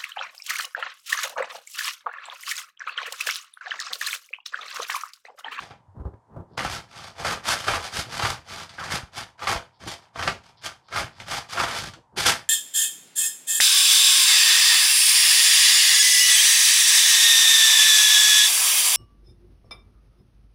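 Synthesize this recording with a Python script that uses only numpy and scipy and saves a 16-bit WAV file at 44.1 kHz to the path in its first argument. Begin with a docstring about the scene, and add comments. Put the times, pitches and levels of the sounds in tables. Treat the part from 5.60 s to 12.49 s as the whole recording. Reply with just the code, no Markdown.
"""A plastic grinder of coarse salt is worked by hand over a bowl in a small kitchen, the microphone close by.
It opens on two faint strokes; then the hands rub and bump the grip, and from about one second the strokes
come quick and loud, broken by short lulls, the last two the brightest. Noise-like trains of random impacts
ring through the jar as crunch, fizz and thud; single crystals crack, scrape the wall or trickle.
A short room tail follows every sound but the steady faint hush beneath."""
import sys
import numpy as np
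from scipy import signal
from scipy.io import wavfile

SR = 44100
rng = np.random.default_rng(int(sys.argv[2]) if len(sys.argv) > 2 else 0)


def int16_out(signal):
    """Quantize to a 16-bit WAV file."""
    q = np.round(np.clip(np.atleast_2d(signal).T, -1, 1) * 32767)
    wavfile.write(sys.argv[1], SR, q.astype(np.int16))


N = 303849
TIME = np.arange(N) / SR

# Large crystals that crack or strike the wall. Each row: start in seconds, level in dB ahead of the common gain,
# treble tilt in dB per octave ahead of the common brightening, decay time constant in seconds, ping in Hz.
CRACKS = [(0.021, -31.5, -2, 0.014, 1920), (0.107, -34.5, -0.5, 0.014, 799),
          (0.539, -41, -12, 0.0024, 1070), (0.978, -18.5, 2, 0.009, 910), (0.992, -11.5, -4, 0.0023, 2170),
          (1.005, -15.5, -6, 0.005, 1380), (1.049, -19, -12, 0.0057, 1170), (1.647, -18.5, -2, 0.024, 1400),
          (2.041, -23.5, 4, 0.0087, 1420), (2.081, -8, 1.3, 0.0096, 1230), (2.135, -16, -2.5, 0.015, 1190),
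          (2.243, -26, 6, 0.0051, 1200), (2.596, -16, 1, 0.012, 1180), (2.622, -18.5, 2, 0.024, 1310),
          (2.648, -12.5, 1.5, 0.016, 1250), (3.006, -26, 5, 0.005, 1160), (3.093, -34, 9, 0.0091, 4660),
          (3.183, -28, -5.5, 0.0066, 1500), (3.239, -28, 10.5, 0.018, 1560), (3.544, -45, 4, 0.0067, 791),
          (3.792, -33.5, 4, 0.007, 1390), (3.819, -24.5, -2, 0.02, 1190), (3.871, -13.5, 0, 0.019, 1560),
          (3.961, -16.5, 4.5, 0.0055, 810), (4.217, -41, 2, 0.0075, 1530),
          (4.558, -21.5, -2.5, 0.0049, 1080), (4.593, -14.5, -3, 0.0028, 1390),
          (4.625, -17.5, 1, 0.0072, 1370), (4.676, -7, 3, 0.0076, 1350), (5.056, -29, 11, 0.014, 3380),
          (5.285, -38.5, 5, 0.0045, 1270), (5.324, -26.5, 1.5, 0.033, 1330),
          (5.359, -17.5, -0.5, 0.017, 1280), (5.6, -26, 6.5, 0.0069, 1980), (5.896, -30, 10, 0.0039, 1150),
          (5.926, -29, 4, 0.008, 1250), (5.972, -21.5, 3, 0.0086, 1230), (5.999, -11.5, 0, 0.0062, 1140),
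          (6.034, -15.5, 3, 0.01, 1280), (6.336, -34.5, 7, 0.012, 1400), (6.573, -23, -19, 0.016, 1600),
          (6.662, -16, 7, 0.01, 3330)]
# Resonances of the jar and its cap. Each row: centre in Hz, width in Hz, lift in dB (negative is a dip).
JAR = [(481, 120, 5.5), (677.4, 20, 10.5), (810, 79, 7), (1190, 45, 6.5), (1339, 46, 6), (1564, 21, 4.5),
       (2010, 170, -1), (2020, 12, 3), (2173, 130, 4), (2403, 48, 4.5), (3117, 180, 4.5), (3460, 180, 5),
       (4690, 270, 2.5), (5380, 27, -9.5), (6360, 44, 5), (9100, 47, 4)]
# Spectrum of the crunch. Each row: frequency in Hz, relative density in dB per Hz.
COARSE = [(100, -33), (220, -3.5), (400, -7), (600, -3.5), (950, -1.5), (1250, -2), (1700, -1),
          (2300, -5.5), (2800, -6.5), (3600, -11.5), (5000, -15.5), (8000, -29.5), (15000, -63.5)]


def amp(db):
    """Decibels to gain."""
    return 10 ** (np.asarray(db) / 20)


def evened(x):
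    """Scales to rms 1."""
    return x / np.sqrt(np.mean(x ** 2) + 1e-20)


def read(points, hz):
    """Reads a curve of (Hz, value) points on a log-frequency axis."""
    f, value = np.transpose(points)
    return np.interp(np.log(hz + 1), np.log(f + 1), value)


def add(mix, s, sound):
    """Mixes a sound in at s seconds."""
    part = mix[max(round(s * SR), 0):][:len(sound)]
    part += sound[:len(part)]


def steadied(x, span):
    """Holds the rms at 1 over stretches of span seconds, keeping the finer grain."""
    window = signal.windows.hann(int(span * SR) + 3)
    power = abs(signal.fftconvolve(x ** 2, window / window.sum(), "same"))
    return x / np.sqrt(power + 1e-12)


def ring(spectrum, modes=(), tilt_db=0, size=4096):
    """Causal impulse response of unit energy: a broad spectrum with resonances on top."""
    hz = abs(np.fft.fftfreq(size, 1 / SR))
    db = read(spectrum, hz) + tilt_db * np.log2(1 + hz / 1000)
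    for f, width, lift in modes:
        db = db + lift / (1 + (2 * (hz - f) / width) ** 2)
    minimum_phase = np.exp(np.conj(signal.hilbert(np.log(amp(db)))))
    response = np.fft.ifft(minimum_phase).real
    return response / np.linalg.norm(response)


def through(x, response):
    """Plays x through an impulse response."""
    return signal.oaconvolve(x, response)[:len(x)]


def resonate(x, hz, width):
    """A resonance of gain 1 that follows the curve hz: shift down to zero, smooth, shift back."""
    turn = np.exp(2j * np.pi * np.cumsum(hz) / SR)
    r = np.exp(-np.pi * width / SR)
    return 2 * (turn * signal.lfilter([1 - r], [1, -r], x / turn)).real


def grains(per_s, spread_db):
    """Random impacts of either sign: many small, a few large."""
    size = amp(spread_db * np.minimum(rng.exponential(1, N), 4))
    sign = rng.choice([-1, 1], N)
    return evened(size * sign * (rng.random(N) < per_s / SR))


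def swells(rows, fall_db_per_s, rise_power=1.62, sag_db_per_s=7):
    """Gain over time of movements (start, rise, hold, dB): each speeds up, holds almost level and settles."""
    power = np.zeros(N)
    t = np.arange(SR) / SR
    for start, rise, hold, db in rows:
        attack = np.minimum(t / max(rise, 1 / SR), 1) ** rise_power
        sag_db = sag_db_per_s * np.clip(t - rise, 0, hold)
        fall_db = fall_db_per_s * np.maximum(t - rise - hold, 0)
        add(power, start, (attack * amp(db - sag_db - fall_db)) ** 2)  # overlaps add in power
    return np.sqrt(power)


def room_hush(level_db=-63.5):
    """The faint steady hush of the room: white noise shaped by a broad spectrum."""
    # Each row: frequency in Hz, relative density in dB per Hz.
    hush_spectrum = [(30, -22.5), (120, 8), (200, -6), (380, -9), (600, -6.5), (950, 4.5), (1250, -11.5),
                     (1700, -15.5), (2500, -29.5), (9000, -33), (15500, -53)]
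    return amp(level_db) * through(rng.standard_normal(N), ring(hush_spectrum))


def kitchen(x, gap_s=.003, count=12, tails_per_s=20):
    """A short diffuse tail, crossfaded through several random tails so that no single one colours the sound."""
    # Each row: frequency in Hz, reverberation time t60 in seconds.
    decay = [(100, 0.17), (500, 0.27), (1200, 0.16), (3000, 0.23), (6000, 0.23), (14000, 0.22)]
    out, turn = np.zeros(N), TIME * tails_per_s
    for k in range(count):
        hz, t, z = signal.stft(rng.standard_normal(SR // 2), SR, nperseg=256)
        fade = np.exp(-np.log(1000) * t / read(decay, hz)[:, None])
        tail = signal.istft(z * fade, SR)[1]
        tail[:int(gap_s * SR)] = 0  # nothing returns before the first reflection
        weight = np.sin(np.pi / 2 * np.minimum((turn - k) % count, 2))  # neighbouring tails crossfade
        out += through(x * weight, tail / np.linalg.norm(tail))
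    return out


def hands(rub_db=3.5, bump_rise_s=0.0011):
    """Soft rubbing as the grip shifts, made of dense grains, and low bumps as decaying sines."""
    # Each row: start in seconds, rise in seconds, hold in seconds, level in dB ahead of rub_db.
    grip = [(.335, 0.029, 0.022, -50.5), (.385, .018, 0.012, -43), (.44, 0.015, 0.019, -40.5),
            (.525, 0.011, 0.0051, -53.5), (.66, 0.093, 0.05, -49), (.755, 0.0088, 0.0063, -41),
            (.788, 0.015, 0.0086, -44), (.88, 0.036, 0.048, -55.5), (2.46, 0.01, .02, -47.5),
            (4.26, .006, .015, -41), (4.655, .02, 0.018, -39.5), (6.35, 0.011, 0.022, -55),
            (6.51, 0.031, .02, -56.5)]
    # Each row: start in seconds, level in dB ahead of rise and decay, pitch in Hz, t60 in seconds.
    bumps = [(0.281, -47.5, 94, 0.46), (0.37, -32, 110, 0.16), (0.398, -23.5, 73.6, 0.072),
             (.453, -19, 73, 0.07), (0.536, -38.5, 101, .08), (0.767, -27.5, 109, 0.051),
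             (0.794, -30, 87, .08), (1.059, -17.5, 117, 0.022), (2.388, -19.5, 132, 0.031),
             (2.636, -20.5, 105.4, 0.07), (3.338, -15, 174, 0.018), (3.432, -24.5, 100, 0.033),
             (3.954, -18.5, 60, 0.041), (4.245, -36, 90, .06), (4.264, -25, 196, 0.027),
             (5.44, -27.5, 120, 0.047)]
    # Each row: frequency in Hz, relative density in dB per Hz.
    rub_spectrum = [(30, -4), (110, 12.5), (200, 7.5), (400, 4.5), (700, -1.5), (1100, -5.5), (1600, -17),
                    (2200, -35.5), (5000, -44.5), (15000, -50.5)]
    rub = steadied(through(grains(per_s=2000, spread_db=1.5), ring(rub_spectrum)), span=0.029)
    out = amp(rub_db) * swells(grip, fall_db_per_s=448) * rub
    t = np.arange(SR // 4) / SR
    for s, db, hz, t60 in bumps:
        swell = (1 - np.exp(-t / bump_rise_s)) * np.exp(-np.log(1000) * t / t60)
        add(out, s, amp(db) * swell * np.sin(2 * np.pi * hz * t))
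    return out


def trickle(per_s=600, spread_db=2.5):
    """A few loose grains slide down the tilted jar between strokes: sparse impacts through its resonances."""
    # Each row: start in seconds, rise in seconds, hold in seconds, level in dB.
    slides = [(.87, .07, .03, -71), (4.1, .04, .05, -71), (4.96, .012, .05, -61), (5.19, 0.11, 0.055, -62),
              (5.5, .03, .04, -62)]
    # Each row: frequency in Hz, relative density in dB per Hz.
    loose_spectrum = [(500, -16), (1200, 0), (2600, -6), (3800, 5), (5200, 8), (7000, -30), (11000, -43),
                      (15000, -32)]
    ticks = through(grains(per_s, spread_db), ring(loose_spectrum, JAR))
    return swells(slides, fall_db_per_s=147.5) * ticks


def scrapes(per_s=2500, spread_db=1.5, width_hz=320):
    """A crystal drags along the wall: its quick slips ring a narrow resonance and make the wall sing."""
    # Each row: start in seconds, rise in seconds, hold in seconds, level in dB, pitch in Hz.
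    drags = [(3.179, 0.0026, .018, -37, 1470), (3.203, 0.0074, .022, -35.5, 1200),
             (4.585, .008, 0.0091, -36, 1370), (5.283, .003, 0.0073, -53, 1270),
             (5.322, 0.028, 0.04, -34.5, 1350), (5.892, .005, 0.022, -49, 1220),
             (5.92, .005, 0.037, -40, 1230), (5.97, 0.0047, 0.036, -28.5, 1320)]
    out, slips = np.zeros(N), grains(per_s, spread_db)
    t = np.arange(SR // 4) / SR
    for k, (start, rise, hold, db, hz) in enumerate(drags):
        pitch = np.full(len(t), hz)
        own_slips = slips[k * len(t):][:len(t)]
        tone = resonate(resonate(own_slips, pitch, width_hz), pitch, width_hz)
        shape = swells([(0, rise, hold, db)], fall_db_per_s=597)[:len(t)]
        add(out, start, shape * steadied(tone, span=0.039))
    return out


def cracks(gain_db=-6, bright_db=2, ping_db=9, ping_width=500, rise_s=0.00056):
    """A crystal bursts: a sudden volley of chips on the jar, with a ping of its own, quickly dying away."""
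    out, t = np.zeros(N), np.arange(4096) / SR
    chips = grains(per_s=6500, spread_db=3.5)
    for k, (s, db, tilt_db, length, hz) in enumerate(CRACKS):
        colour = ring(COARSE, JAR + [(hz, ping_width, ping_db)], tilt_db + bright_db)
        own_chips = chips[k * len(t):][:len(t)]
        volley = steadied(through(own_chips, colour), span=0.0083)
        burst = (1 - np.exp(-t / rise_s)) * np.exp(-t / max(length, 1 / SR))
        add(out, s, amp(db + gain_db) * volley * burst)
    return out


def stalls(jam_db=-1, jam_s=0.019):
    """Gain over time: the salt stalls for a moment, dipping in level, before a large crystal gives way."""
    dip, t = np.zeros(N), np.arange(0, 3 * jam_s, 1 / SR)
    for s, *_ in CRACKS:
        add(dip, s - t[-1], np.exp(-((t - t[-1]) / jam_s) ** 2))
    return amp(jam_db * dip)


def chinks(impacts, spectrum, low_hz, high_hz, lift_db, count=8):
    """Each crystal has a pitch of its own by its size, heard through the jar."""
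    size_class = rng.integers(0, count, N)
    out = np.zeros(N)
    for k, hz in enumerate(np.geomspace(low_hz, high_hz, count)):
        out += through(impacts * (size_class == k), ring(spectrum, JAR + [(hz, hz / 3, lift_db)]))
    return out


def salt(coarse_db=-1, fine_db=2.0, clump_db=2.0, clump_s=0.0038, small_share=2.06,
         usual_db=-34, crowding=.55, hardening=0.33, glint_hz=7500,
         hollow_db=1.5, bite_db=-7, bite_hz=2200, deep_hz=70, deep_db=-2):
    """Crystals tumble in clumps; every large impact also sheds fizz, and the whole load pushes on the jar."""
    # Each push of the hands sets the salt moving. Each row: start in seconds, rise in seconds, hold in seconds,
    # coarse crunch in dB, fine fizz in dB (both ahead of their common gains), thud of the load in dB,
    # pitch of the jar's hollow in Hz.
    strokes = [(0.0, 0.001, .053, -45, -50.5, -55, 880), (0.097, .006, .008, -47, -60, -48.5, 790),
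               (0.968, .012, .086, -29.5, -37.5, -40.5, 1120),
               (1.037, 0.082, 0.044, -34, -36.5, -40.5, 1360), (1.257, .12, .11, -43, -46.5, -51.5, 1100),
               (1.539, 0.071, 0.017, -34, -40.5, -42.5, 1000),
               (1.622, 0.036, 0.073, -26.5, -33.5, -39, 1210), (1.822, .068, 0.045, -24, -27, -42, 1300),
               (1.956, 0.032, .13, -38.5, -39, -49, 1240), (2.051, 0.026, 0.085, -26, -33.5, -37.5, 1230),
               (2.155, 0.081, 0.036, -36.5, -38.5, -56, 1000), (2.29, 0.077, 0.035, -31, -31.5, -41, 1380),
               (2.457, 0.087, 0.043, -34.5, -37, -44.5, 1300), (2.513, 0.13, 0.068, -29, -32.5, -38, 1290),
               (2.832, 0.088, 0.11, -39, -41.5, -49, 1278), (3.09, 0.023, 0.25, -50.5, -53, -56, 1450),
               (3.175, 0.023, 0.096, -36, -44, -46, 1480), (3.281, 0.036, 0.044, -28.5, -32.5, -41.5, 1460),
               (3.512, 0.068, 0.028, -35.5, -37.5, -45, 1190),
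               (3.77, 0.071, 0.025, -33, -40.5, -47.5, 1220),
               (3.867, 0.0097, 0.056, -24, -31.5, -39.5, 1300), (4.186, 0.037, 0.042, -44.5, -49, -48, 910),
               (4.254, 0.022, 0.052, -38.5, -39, -51, 1150), (4.402, 0.016, 0.042, -57, -65.5, -86, 960),
               (4.527, 0.081, .094, -32, -39, -38.5, 1290), (4.806, 0.035, 0.06, -56, -59.5, -62, 950),
               (5.007, 0.054, 0.0024, -33.5, -35, -49.5, 1380),
               (5.287, 0.089, 0.032, -27.5, -33.5, -38.5, 1300), (5.533, 0.078, 0.024, -46, -50, -47, 1624),
               (5.644, 0.076, 0.055, -30, -33.5, -44.5, 1270),
               (5.868, 0.064, 0.0075, -38.5, -36.5, -50, 1240),
               (5.923, 0.071, 0.047, -24, -32.5, -39.5, 1310), (6.043, 0.04, 0.1, -31, -36, -49, 1370),
               (6.144, 0.031, 0.012, -42, -33.5, -44, 1680),
               (6.186, .014, 0.075, -39.5, -40.5, -42.5, 1390),
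               (6.557, 0.021, 0.064, -29.5, -28.5, -40, 1560), (6.64, .023, 0.035, -19, -20, -35.5, 1760)]
    # Spectra of the fizz and of the load. Each row: frequency in Hz, relative density in dB per Hz.
    fine_spectrum = [(600, -32.5), (1500, 3), (2500, 0.5), (3900, 0.5), (5000, 2), (6200, -2.5),
                     (7500, -6.5), (9500, -8.5), (12000, -15), (14000, -22), (15700, -33)]
    thud_spectrum = [(15, -58.5), (25, -6), (38, -9), (55, -9.5), (95, 3.5), (130, -1.5), (190, -6),
                     (300, -13), (500, -28.5), (1200, -85)]
    start, rise, hold, coarse_level, fine_level, load_level, hollow_hz = np.transpose(strokes)
    coarse = swells(zip(start, rise, hold, coarse_level), fall_db_per_s=239.5)
    fine = swells(zip(start, rise, hold, fine_level), fall_db_per_s=315)  # fine grains settle first
    load = swells(zip(start, rise, hold, load_level), fall_db_per_s=178.5)

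    vigour = np.clip(fine / amp(usual_db), .1, 10)
    clump_window = signal.windows.hann(int(2 * clump_s * SR) + 3)
    clumps = amp(clump_db * evened(through(rng.standard_normal(N), clump_window)))
    crowd = .5 + vigour ** crowding  # a brisk stroke sets more crystals moving
    large = clumps * grains(per_s=1100 * crowd, spread_db=2.5)
    small = clumps * grains(per_s=5000 * crowd, spread_db=1.5)

    knocks = chinks(large, COARSE, low_hz=590, high_hz=2940, lift_db=10)
    hollow_curve = np.interp(TIME, start + rise + hold / 2, hollow_hz)
    hollow = amp(hollow_db) * resonate(knocks, hollow_curve, width=810)
    bite = amp(bite_db) * np.sqrt(vigour) * resonate(knocks, np.full(N, bite_hz), width=900)
    crunch = steadied(knocks + hollow + bite, span=0.075)  # hard strokes bite more

    fizz = chinks(large + small_share * small, fine_spectrum, low_hz=2560, high_hz=13300, lift_db=3.5)
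    glint = signal.sosfiltfilt(signal.butter(2, glint_hz, "high", fs=SR, output="sos"), fizz)
    fizz = steadied(fizz + (vigour ** hardening - 1) * glint, span=0.18)  # faster impacts are brighter

    thud = through(large, ring(thud_spectrum))
    deep = signal.sosfiltfilt(signal.butter(2, deep_hz, fs=SR, output="sos"), thud)
    thud = steadied(thud + amp(deep_db) * np.minimum(vigour, 2) * deep, span=0.1)  # a hard push thuds deeper
    return amp(coarse_db) * crunch * coarse + amp(fine_db) * fizz * fine + thud * load


def scene(room_db=-9, crack_room_db=-5):
    """Salt, cracks and hands in the room, over its faint hush."""
    crunch = salt() * stalls() + scrapes() + trickle()
    blows, handling = cracks(), hands()
    hush = room_hush()
    room = kitchen(amp(room_db) * (crunch + handling) + amp(crack_room_db) * blows)
    return (crunch + blows + handling + room + hush)[None]


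def record(dry, bass_hz=37, ceiling=1.0, edge_hz=15750):
    """The microphone sheds deep bass and rounds the highest peaks; then the treble is cut at edge_hz."""
    x = signal.sosfilt(signal.butter(3, bass_hz, "high", fs=SR, output="sos"), dry)
    x = ceiling * np.tanh(x / ceiling)
    band_limit = signal.firwin(801, edge_hz, window=("kaiser", 8), fs=SR)
    return signal.oaconvolve(x, band_limit[None], "same")


dry = scene()
out = record(dry)
int16_out(out)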